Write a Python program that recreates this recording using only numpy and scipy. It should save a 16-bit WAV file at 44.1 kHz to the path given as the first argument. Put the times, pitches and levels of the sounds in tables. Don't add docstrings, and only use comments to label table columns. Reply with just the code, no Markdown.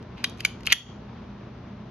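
import sys
import numpy as np
from scipy import signal
from scipy.fft import rfft, irfft
from scipy.io import wavfile
from scipy.ndimage import uniform_filter1d, minimum_filter1d

SR = 44100
rng = np.random.default_rng(int(sys.argv[2]) if len(sys.argv) > 2 else 0)


def waveform_to_disk(signal):
    frames = np.transpose(np.atleast_2d(signal))
    scaled = np.clip(frames, -1, 1) * 32767
    samples = np.round(scaled).astype(np.int16)
    wavfile.write(sys.argv[1], SR, samples)


N = 83790
T = np.arange(N) / SR
LEFT_RIGHT = np.array([[.5], [-.5]])


def from_db(db):
    return 10 ** (np.asarray(db) / 20)


def rms_one(x):
    return x / np.sqrt(np.mean(x ** 2) + 1e-20)


def at_hz(points, hz):
    freqs, values = np.transpose(points)
    return np.interp(np.log(np.maximum(hz, 1)), np.log(freqs), values)


def bins(x):
    return np.fft.rfftfreq(x.shape[-1], 1 / SR)


def coloured(x, db):
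    return irfft(rfft(x) * from_db(db), x.shape[-1])


def rise(seconds):
    return 1 - np.exp(-T / seconds)


def fade(t60):
    return np.exp(-np.log(1000) * T / t60)


def ring(hz, t60):
    return np.sin(2 * np.pi * hz * T) * fade(t60)


def add(out, start_s, x):
    i = int(start_s * SR)
    out[i:i + len(x)] += x[:N - i]


def drift(rate_hz):
    white = rng.standard_normal(N)
    return rms_one(irfft(rfft(white) / (1 + (bins(white) / rate_hz) ** 2) ** 2, N))


def wavering(hz, waver, rate_hz=15):
    tone = np.sin(2 * np.pi * hz * T + waver * drift(rate_hz))
    return rms_one(tone * (1 + waver * drift(rate_hz)))


# frequency in Hz, side minus mid in dB.
DIFFUSE_WIDTH = [(60, -27), (200, -23), (380, -11), (700, -3), (1300, -10), (2400, -7), (4400, -1),
                 (12000, -2)]
def diffuse_noise():
    mid, side = rfft(rng.standard_normal((2, N)))
    width = from_db(at_hz(DIFFUSE_WIDTH, bins(T)))
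    return irfft((mid + width * side * [[1], [-1]]) / np.sqrt(1 + width ** 2), N)


# frequency in Hz, relative density in dB.
VENT_SPECTRUM = [(22, -28.5), (38, -17.5), (55, 1.5), (90, -12.5), (150, -4), (230, -6), (290, -10),
                 (400, -11), (520, -16.5), (1000, -18), (2000, -27.5), (3500, -32), (6300, -43),
                 (8300, -73.5), (11500, -61.5), (16000, -82.5)]
# frequency in Hz, left minus right in dB.
VENT_BALANCE = [(200, 0), (380, -1.5), (700, 5), (1300, 2.5), (2400, .5), (8000, 0)]
def ventilation(level_db=-43.5, flutter_db=.6):
    hz = bins(T)
    spectrum = at_hz(VENT_SPECTRUM, hz) + at_hz(VENT_BALANCE, hz) * LEFT_RIGHT
    rumble = rms_one(coloured(diffuse_noise(), spectrum))
    return rumble * from_db(level_db + flutter_db * drift(rate_hz=17))


# frequency in Hz, level in dB, waver from 0 to 1.
HUM_LINES = [(89.6, -53, .5), (119.5, -48, 0.066), (237.6, -53, 0.59), (595, -64.5, 0.24)]
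def mains_hum():
    return sum(from_db(db) * wavering(hz, waver) for hz, db, waver in HUM_LINES)


# time in seconds, level in dB.
DRONE_LEVELS = [(0, -57.5), (0.8, -49.5), (1.0, -46.5), (1.14, -50), (1.27, -40), (1.42, -54), (1.65, -50),
                (1.85, -44)]
def low_drone():
    level_db = np.interp(T, *np.transpose(DRONE_LEVELS))
    return wavering(hz=203.2, waver=.49, rate_hz=22) * from_db(level_db)


# frequency in Hz, gain in dB.
ROOM_COLOUR = [(500, -11), (1000, -12.5), (2000, -21), (2700, -17.5), (3250, -10.5), (3900, -17),
               (5000, -17), (7000, -19.5), (8700, -38), (10500, -16), (12500, -22.5), (15000, -29)]
# frequency in Hz, t60 in seconds.
ROOM_DECAY = [(1000, 0.36), (2400, .27), (3200, 0.302), (4300, 0.33), (6500, 0.4), (11000, 0.18)]
def room(x, bands=24, delay_s=.0043, build_s=.011):
    hz = bins(T)
    centres = np.geomspace(ROOM_DECAY[0][0], ROOM_DECAY[-1][0], bands)
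    noise = rfft(diffuse_noise()) * from_db(at_hz(ROOM_COLOUR, hz))
    band_of_bin = np.argmin([np.abs(np.log((hz + 1) / centre)) for centre in centres], axis=0)
    tail = 0
    for band, t60 in enumerate(at_hz(ROOM_DECAY, centres)):
        shape = fade(t60) * np.clip((T - delay_s) / build_s, 0, 1)
        tail += irfft(noise * (band_of_bin == band), N) * shape / np.sqrt(np.sum(shape ** 2))
    return signal.fftconvolve(x[None], tail, axes=1)[:, :N]


def worktop(x, level_db=-10):
    scatter = rng.standard_normal((2, N)) * fade(t60=.012)
    scatter /= np.sqrt(np.sum(scatter ** 2, axis=1, keepdims=True))
    return from_db(level_db) * signal.fftconvolve(x[None], scatter, axes=1)[:, :N]


# frequency in Hz, lead of the left in radians.
DIRECT_PHASE = [(500, 2.1), (1100, 0.1), (2000, -0.9), (2900, 1.32), (3500, -2), (4500, -1.5), (5150, -2.1),
                (5700, -1.9), (6700, 1.22), (8500, 3), (10500, 4), (12300, 7), (16000, 8.5)]
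# frequency in Hz, left minus right in dB.
DIRECT_BALANCE = [(800, 7), (1400, -0.5), (2000, 1.5), (2600, 0.5), (3250, 0), (3800, -7), (4600, 4.5),
                  (6000, -1), (12000, .5)]
def at_microphone(x):
    hz = bins(x)
    phase = np.exp(1j * LEFT_RIGHT * at_hz(DIRECT_PHASE, hz))
    gain = from_db(LEFT_RIGHT * at_hz(DIRECT_BALANCE, hz))
    return irfft(rfft(x) * phase * gain, N)


# frequency in Hz, relative density in dB.
CRACK_SPECTRUM = [(500, -15), (1000, -15), (1800, 3.5), (3000, -2), (4600, -0.5), (5600, -3), (6500, -1),
                  (7500, -6.5), (8600, -20), (10200, -7), (11600, -14.5), (13200, -29.5), (16000, -31.5)]
def crack(colour, size=4096, split_hz=5000):
    white = rng.standard_normal(size)
    hz = bins(white)
    noise = rms_one(coloured(white, at_hz(CRACK_SPECTRUM, hz)))
    noise = coloured(noise, at_hz(colour, hz))
    body = irfft(rfft(noise) / (1 + (hz / split_hz) ** 4), size)
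    return np.pad([body, noise - body, noise], ((0, 0), (0, N - size)))


# frequency in Hz, relative level in dB, t60 in seconds.
HANDLE_MODES = [(1136, -21.5, 0.0074), (1600, -22, 0.02), (1860, -11.5, 0.025), (2070, -2, 0.0189),
                (2380, -10, 0.02), (2798, 1.5, 0.016), (3150, -9.5, 0.025), (3320, -7, 0.025),
                (3806, -9.5, 0.012), (4600, -11.5, 0.015), (6050, -13.5, 0.026), (6960, -16.5, 0.0047),
                (10080, -16, 0.0078), (11390, -17.5, 0.0092)]
def handle_ring(colour, decay_scale, scatter_db=1.2):
    out = np.zeros(N)
    for k, (hz, db, t60) in enumerate(HANDLE_MODES):
        gain = from_db(db + at_hz(colour, hz) + scatter_db * rng.standard_normal())
        out += (-1) ** k * gain * ring(hz, t60 * decay_scale)
    return out


# base frequency in Hz, relative level in dB, t60 in seconds.
BLADE_MODES = [(2815, -32.5, 0.18), (3017, -29.5, 0.17), (3224, -32.5, 0.49), (3320, -31, 0.23),
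               (3365, -33.5, 0.319)]
# time in seconds, pitch ratio.
BLADE_TUNING = [(.25, 1.24), (.45, 0.95), (.67, 1.0)]
def blade_ring(start, level_db):
    pitch = np.interp(start, *np.transpose(BLADE_TUNING))
    return sum((-1) ** k * from_db(db + level_db) * ring(hz * pitch, t60)
               for k, (hz, db, t60) in enumerate(BLADE_MODES))


BANDS_HZ = (1000, 1900, 3200, 6000, 11000)
def contact(start, bands_db, blade_db, decay_scale=1):
    colour = list(zip(BANDS_HZ, bands_db))
    body, fine_top, rattle = crack(colour)
    burst = body * from_db(1.5) * fade(.017 * decay_scale)
    burst += fine_top * from_db(3) * fade(.0067 * decay_scale)
    burst += rattle * from_db(-22) * fade(.059 * decay_scale)
    return burst + handle_ring(colour, decay_scale) + blade_ring(start, blade_db)


def tilted(hz, db_per_octave, pivot_hz=3000):
    return db_per_octave * np.log2(hz / pivot_hz)


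# start and end in seconds, level reached in dB,
# swell on the way in dB, brightness in dB per octave.
RUB_STROKES = [(0.169, 0.25, -54, -2.5, -5.5), (0.39, 0.406, -44.5, 7, 0), (0.425, 0.450, -44.5, 15.5, -3),
               (0.649, 0.674, -40, 12, 3), (0.668, 0.706, -44, -6.5, -10), (0.698, 0.723, -25, 6.5, -5.5)]
def slide_rubs(slips_per_s=12000):
    out = np.zeros(N)
    hz = bins(T)
    for start, end, db, swell_db, tilt in RUB_STROKES:
        slips = rng.standard_normal(N) * (rng.random(N) < slips_per_s / SR)
        rub = track_friction(slips, tilted(np.maximum(hz, BANDS_HZ[1]), tilt))
        along = np.clip((T - start) / (end - start), 0, 1)
        soft_ends = np.minimum(1, 20 * along * (1 - along))
        out += rub * from_db(db + swell_db * (along - 1)) * soft_ends
    return out


# frequency in Hz, relative density in dB.
RUB_SPECTRUM = [(800, -22.5), (1700, -15.5), (2200, -2), (2600, 6), (3300, -3.5), (4200, -1.5), (6500, -14),
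                (8600, -29.5), (10800, -15.5), (12500, -25), (15000, -42)]
def track_friction(slips, tilt_db):
    return rms_one(coloured(slips, at_hz(RUB_SPECTRUM, bins(slips)) + tilt_db))


# start in seconds, level in dB, brightness in dB per octave.
TRACK_TICKS = [(0.0265, -52.5, 2), (0.179, -44, -3.5), (0.2045, -51, -4.5), (0.2400, -33.5, -12.5),
               (0.297, -54, 13.5), (0.3747, -51.5, 3), (0.384, -53, 5.5), (0.4040, -36.5, 1.5),
               (0.4059, -30.5, 1.5), (0.607, -49.5, 1), (0.6330, -47.5, 2), (0.6573, -40.5, 4)]
def slide_ticks(top_hz=12000):
    out = np.zeros(N)
    for start, db, tilt in TRACK_TICKS:
        touch = contact(start, [tilted(hz, tilt) for hz in BANDS_HZ], blade_db=-8)
        add(out, start, from_db(db) * touch * rise(seconds=.0003))
    return signal.sosfilt(signal.butter(6, top_hz, fs=SR, output="sos"), out + 1e-18)


# start in seconds, level in dB, five band gains in dB
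# (body to top), blade ring in dB, decay factor, then the knock's pitch in Hz, gain in dB, t60 in seconds.
STOP_SNAPS = [(0.2417, -21.5, -3, -5, -9.5, 12, 2.5, 0, .7, 4600, 6, .012),
              (0.2423, -21.5, 12.5, 1, -6.5, -4.5, -7, 0.5, .45, 1980, 8.5, 0.015),
              (0.2433, -23.5, 8.5, -0.5, 7, 0.5, -4, -2, 0.75, 2450, 7.5, 0.016),
              (0.2444, -28.5, -3, -3, -2, 3, 3, -2.5, 0.99, 3860, 9.5, 0.024),
              (0.249, -34, -5.5, -15, -4.5, -6, -5, -5.5, 0.83, 3150, 8.5, 0.04),
              (0.4488, -22, 6.5, -2.5, -2, -3, 8.5, -2.5, 0.88, 1488, 4, 0.022),
              (0.4500, -19.5, -10, -14, -3, 0, 9, -5.5, 0.73, 2277, 12, 0.02),
              (0.4517, -21, 2, -10, 4, 4, 4.5, -6, 0.91, 2260, 3, 0.012),
              (0.459, -31, 8.5, -6, -7.5, 5, 2.5, -3.5, 1.7, 1760, 1, 0.017),
              (0.6667, -27, -7.5, -11.5, -6.5, 1, 7.5, -10, 1.27, 4280, 0.5, 0.028),
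              (0.6720, -21, -2.5, -4, 4.5, -5, -6.5, 4, .45, 2752, 20.5, 0.0063),
              (0.6745, -34.5, 1.5, -4.5, 1, -4, -5, 0.5, 1.2, 3080, 3, 0.032),
              (0.6782, -35, 0.5, -5, 2, -8, -4, 1.5, 0.69, 3280, 4, 0.02),
              (0.6825, -38.5, 7.5, -3, -3, -11, -10.5, 0, .7, 1320, 10, .012),
              (0.703, -34.5, -8.5, -4, 0.5, -12.5, -14.5, 1.5, .8, 2630, 18.5, 0.0088),
              (0.7223, -9.5, -13.5, -7.5, 3, -1.5, -0.5, -5.5, 0.97, 2110, 11, 0.016),
              (0.7256, -8, -3, -7, -0.5, -2, 8, -0.5, 0.7, 1880, 3.5, 0.014),
              (0.7267, -9, -14.5, -3.5, 0, 2, 12, -5, 0.63, 2790, -1.5, 0.014),
              (0.7276, -6, -14, -6.5, 0.5, -8.5, 0, -2, 1, 3296, 10, .016),
              (0.7331, -15, 2.5, 1, -5.5, -1.5, 0, 0.5, 1.1, 2080, 1, 0.018)]
def slide_snaps():
    out = np.zeros(N)
    for start, db, *bands_db, blade_db, decay_scale, knock_hz, knock_db, knock_t60 in STOP_SNAPS:
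        knock = from_db(knock_db) * ring(knock_hz, knock_t60) * rise(seconds=.00031)
        hit = contact(start, bands_db, blade_db, decay_scale)
        add(out, start, from_db(db) * (hit + knock))
    return out


def scene(low_hz=774, high_hz=14200):
    bass_cut = signal.butter(4, low_hz, "high", fs=SR, output="sos")
    top_cut = signal.butter(5, high_hz, fs=SR, output="sos")
    slide = slide_snaps() + slide_ticks() + slide_rubs()
    knife = signal.sosfilt(np.vstack([bass_cut, top_cut]), slide + 1e-18)
    knife_in_room = at_microphone(knife) + worktop(knife) + room(knife)
    return knife_in_room + ventilation() + mains_hum() + low_drone()


def limiter(x, threshold_db=-10, hold_s=.125, release_db_per_s=170, window=88):
    power = uniform_filter1d(np.mean(x ** 2, axis=0), window)
    over_db = np.maximum(10 * np.log10(np.maximum(power, 1e-12)) - threshold_db, 0)
    half_hold = int(hold_s * SR / 2)
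    held_db = -minimum_filter1d(-over_db, 2 * half_hold + 1, origin=half_hold)
    release_db = release_db_per_s * T
    cut_db = np.maximum.accumulate(held_db + release_db) - release_db
    return x * from_db(-uniform_filter1d(cut_db, window))


def record(dry, cutoff_hz=17000):
    limited = np.clip(limiter(dry), -.9, .9)
    return signal.sosfilt(signal.cheby2(12, 70, cutoff_hz, fs=SR, output="sos"), limited)


dry = scene()
out = record(dry)
waveform_to_disk(out)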